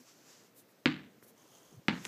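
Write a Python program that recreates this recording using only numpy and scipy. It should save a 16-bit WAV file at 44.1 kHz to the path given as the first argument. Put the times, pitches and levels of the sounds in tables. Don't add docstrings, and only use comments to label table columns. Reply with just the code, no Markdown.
import sys
import numpy as np
from scipy import signal
from scipy.fft import rfft, irfft, next_fast_len
from scipy.io import wavfile
from scipy.ndimage import uniform_filter1d, map_coordinates

SR = 44100
rng = np.random.default_rng(int(sys.argv[2]) if len(sys.argv) > 2 else 0)


def natural_amplitude(level_db):
    exponent = np.asarray(level_db, float) / 20
    return 10 ** exponent


def int16_out(signal):
    q = np.round(np.clip(np.atleast_2d(signal).T, -1, 1) * 32767)
    wavfile.write(sys.argv[1], SR, q.astype(np.int16))


N = 91287


def unit(x):
    return x / np.sqrt(np.mean(x ** 2) + 1e-20)


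def along(points, hz):
    f, value = np.transpose(points)
    return np.interp(np.log(hz + 1), np.log(f + 1), value)


def curve(points):
    return np.interp(np.arange(N) / SR, *np.transpose(points))


def filtered(x, response):
    size = next_fast_len(len(x) + 8192)
    hz = np.fft.rfftfreq(size, 1 / SR)
    return irfft(rfft(x, size) * response(hz), size)[:len(x)]


def hiss(spectrum):
    patchy_db = 1.2
    cells = signal.stft(rng.standard_normal(N + 512), nperseg=512)[2]
    field = rng.standard_normal(cells.shape)
    field = uniform_filter1d(field, size=6, axis=0)
    field = uniform_filter1d(field, size=8, axis=1)
    noise = signal.istft(cells * natural_amplitude(patchy_db * unit(field)), nperseg=512)[1][:N]
    return unit(filtered(noise, lambda hz: natural_amplitude(along(spectrum, hz))))


def blip(s, db, hz, width_s, lean=0):
    t = np.arange(N) / SR - s
    bell = np.exp(-.5 * (t / width_s) ** 2)
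    return natural_amplitude(db) * np.cos(2 * np.pi * hz * t + lean) * bell


def hush():
    # (frequency [Hz], density [dB per Hz])
    colour = [(40, -26), (80, -11.5), (120, 3.5), (250, 0.5), (500, -2.5), (800, -12), (1500, -13.5),
              (3000, -19.5), (6500, -23), (10000, -28.5), (13000, -22.5), (15500, -24.5)]
    hush_db = -63.5
    return natural_amplitude(hush_db) * hiss(colour)


def cloth():
    # (time [s], level [dB])
    rustling = [(0, -65), (.04, -69.5), (.085, -60), (.15, -66.5), (.24, -66.5), (.3, -58.5), (.37, -63),
                (.47, -67), (.53, -85.5), (1.88, -75), (1.95, -60.5), (2.07, -55.5)]
    # (frequency [Hz], density [dB per Hz])
    colour = [(700, 1.5), (2000, -1), (4000, -2), (4700, 1.5), (6300, 4.5), (7800, -0.5), (8400, -8.5),
              (12000, -8), (15500, -17)]
    return natural_amplitude(curve(rustling)) * hiss(colour)


def bumps():
    # (time [s], level [dB], pitch [Hz], width [s])
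    contacts = [(.005, -52.5, 250, 0.014), (1.72, -63, 60, .04), (1.728, -49.5, 200, 0.0015),
                (1.748, -50, 153, .008), (1.782, -41, 113, 0.0095), (1.796, -41, 146, 0.0017),
                (1.856, -55, 300, 0.0023)]
    return sum(blip(*contact) for contact in contacts)


def brushes():
    # (time [s], level [dB], width [s])
    strokes = [(0.588, -57.5, 0.02), (.705, -71, 0.018), (1.239, -59, 0.0093), (1.287, -61, 0.016),
               (2.06, -56.5, 0.017), (.012, -70, 0.018)]
    # (frequency [Hz], density [dB per Hz])
    colour = [(1000, -42), (2500, -9), (6000, -1.5), (9000, 0.5), (12700, 3.5), (15500, 0.5)]
    t = np.arange(N) / SR
    swell = sum(natural_amplitude(db) * np.exp(-.5 * ((t - s) / width_s) ** 2) for s, db, width_s in strokes)
    return swell * hiss(colour)


def snap(s, db, hz):
    lean, width_s = -.75, .0002
    edge_hz, edge_db, edge_width_s = 6270, -25.5, 0.00011
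    shell_hz, shell_db, shell_width_s = 4030, -14.5, 0.00026
    main = blip(s, db, hz, width_s, lean)
    edge = blip(s, db + edge_db, edge_hz, edge_width_s)
    shell = blip(s, db + shell_db, shell_hz, shell_width_s, lean)
    return main + edge + shell


def walls(spot, s, db, hz):
    # (delay [s], ...)
    delays = [(.0013, .0035, .0066, .0108, .0157, .0176, .024),
              (.0014, .0024, .0047, .0112, .0157, .019, .027)]
    # (level relative to the snap [dB], ...)
    losses = [(-14, -13, -20, -11, -14, -19, -21), (-18, -11, -13, -12, -15, -20, -19)]
    return sum(snap(s + lag, db + loss, hz) for lag, loss in zip(delays[spot], losses[spot]))


def thump(s, mode_db):
    hz, width_s, level_db = 252, .0012, -6
    return blip(s + 2 * width_s, mode_db + level_db, hz, width_s)


def room(x):
    # (frequency [Hz], time to fall 60 dB [s])
    decay = [(100, .55), (200, 1), (400, 0.52), (1000, 0.39), (3000, 0.42), (5000, 0.34), (8000, 0.32),
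             (14000, 0.19)]
    # (frequency [Hz], level [dB])
    colour = [(100, 17), (300, 5.5), (650, 8), (1000, 4.5), (1700, 2), (2500, -3), (4700, 3.5), (5300, 5),
              (9000, 7)]
    onset_s, grain_db, grain_rate = 0.00054, 3, 500
    hz, t, cells = signal.stft(rng.standard_normal(SR // 2), SR, nperseg=256)
    fall_db = 60 * t / along(decay, hz)[:, None]
    tail_db = along(colour, hz)[:, None] - fall_db
    tail = signal.istft(cells * natural_amplitude(tail_db), SR, nperseg=256)[1]
    age = np.arange(len(tail)) / SR
    clumps = map_coordinates(rng.standard_normal(grain_rate), [age * grain_rate])
    tail = tail * (1 - np.exp(-age / onset_s)) * natural_amplitude(grain_db * clumps)
    return signal.fftconvolve(x, tail / np.linalg.norm(tail))[:N]


def low_modes(spot, t):
    # (frequency [Hz], 60 dB decay [s], level at first spot [dB], level at second spot [dB])
    modes = [(73.7, 0.22, -14, -8), (114, 0.23, -29, -13), (133, 0.42, -39, -8), (153, .32, -3, -19),
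             (159.4, 0.47, -24, -11), (175.6, 0.31, -22, -1), (197.2, 0.55, -11, -10.5),
             (211.4, 0.12, -14, 7.5), (250.4, 0.27, 2, -3), (285, 0.29, -1, -11.5),
             (312.6, 0.334, -5, -15.5), (334.2, 0.23, -8, -13.5), (269, 0.035, 12, 7), (494, 0.068, -2, -7),
             (806, 0.15, -18, -13.5), (893, 0.12, -40, -11), (946, 0.064, -12.5, -11),
             (1600, 0.03, -10, -11)]
    swell_cycles = 0.37
    ring = np.zeros(N)
    for hz, t60, *levels in modes:
        swell = 1 - np.exp(-t * hz / swell_cycles)
        ring += natural_amplitude(levels[spot] - 60 * t / t60) * np.sin(2 * np.pi * hz * t) * swell
    return ring


def felt(t):
    # (frequency [Hz], density [dB per Hz])
    colour = [(3000, -8), (5000, 4.5), (8000, -21), (10000, -15), (15000, -26)]
    level_db, t60_s = -30, 0.0078
    return natural_amplitude(level_db - 60 * t / t60_s) * (t > 0) * hiss(colour)


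def ball():
    # (time [s], snap level [dB], snap pitch [Hz], mode level [dB])
    bounces = [(.8585, -7.5, 2230, -25.5), (1.8838, -9.5, 2013, -26.5)]
    room_db, mode_lag_s = -1.5, .0002
    out = np.zeros(N)
    for spot, (s, snap_db, snap_hz, mode_db) in enumerate(bounces):
        direct = snap(s, snap_db, snap_hz)
        out += direct + walls(spot, s, snap_db, snap_hz)
        out += room(natural_amplitude(room_db) * direct + thump(s, mode_db))
        since = np.maximum(np.arange(N) / SR - s - mode_lag_s, 0)
        out += natural_amplitude(mode_db) * low_modes(spot, since) + felt(since)
    return out


def ticks():
    # (time [s], level [dB], pitch [Hz])
    contacts = [(1.2266, -47, 1520), (1.2278, -48.5, 375), (2.0473, -34.5, 2670), (2.0522, -23.5, 2490),
                (2.0519, -21.5, 6500), (2.0555, -32, 2560), (2.056, -28, 6250), (2.0581, -33.5, 1600),
                (2.0685, -40, 2000), (2.0533, -40.5, 900), (2.066, -40, 218), (2.056, -38.5, 370)]
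    cycles, room_db = .42, -5.5
    dry_ticks = sum(-blip(s, db, hz, cycles / hz) for s, db, hz in contacts)
    return dry_ticks + natural_amplitude(room_db) * room(dry_ticks)


def creak():
    # (time [s], level [dB])
    creaking = [(1.34, -100), (1.37, -68), (1.45, -68), (1.56, -63), (1.65, -66.5), (1.75, -67.5),
                (1.8, -84)]
    # (frequency [Hz], density [dB per Hz])
    slide = [(300, -11), (500, -3), (1100, -4), (2000, -19), (2600, -14), (3100, -5), (3900, -14.5),
             (6400, -10.5), (9000, -15), (13000, -16.5), (15500, -21)]
    case_hz, case_width_hz, ring_db = 6370, 800, -5
    count, rate_hz, scatter = 230, 105, .6
    spread_db, slip_s = 3, .0025
    draw = rng.standard_normal((count, 2))
    when_s = (np.arange(count) + scatter * draw[:, 0]) / rate_hz
    when = (when_s * SR).astype(int).clip(0, N - 1)
    slips = np.bincount(when, natural_amplitude(spread_db * draw[:, 1]), N)
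    gate = signal.fftconvolve(slips, np.exp(-np.arange(600) / SR / slip_s))[:N]
    resonance = lambda hz: np.exp(-.5 * ((hz - case_hz) / case_width_hz * 2) ** 2)
    ring = filtered(gate * rng.standard_normal(N), resonance)
    return natural_amplitude(curve(creaking)) * (natural_amplitude(ring_db) * unit(ring) + hiss(slide))


def scene():
    near_hand = cloth() + bumps() + brushes() + ticks() + creak()
    return (hush() + near_hand + ball())[None]


def low_pass(x):
    return signal.sosfilt(signal.butter(12, 16010, fs=SR, output="sos"), x)


def record(dry):
    bass_cut_hz, top_hz = 134, 15400
    response = lambda hz: (1j * hz / (1j * hz + bass_cut_hz)) ** 2 * (hz < top_hz)
    mix = filtered(dry[0], response)[None]
    return low_pass(mix)


dry = scene()
out = record(dry)
int16_out(out)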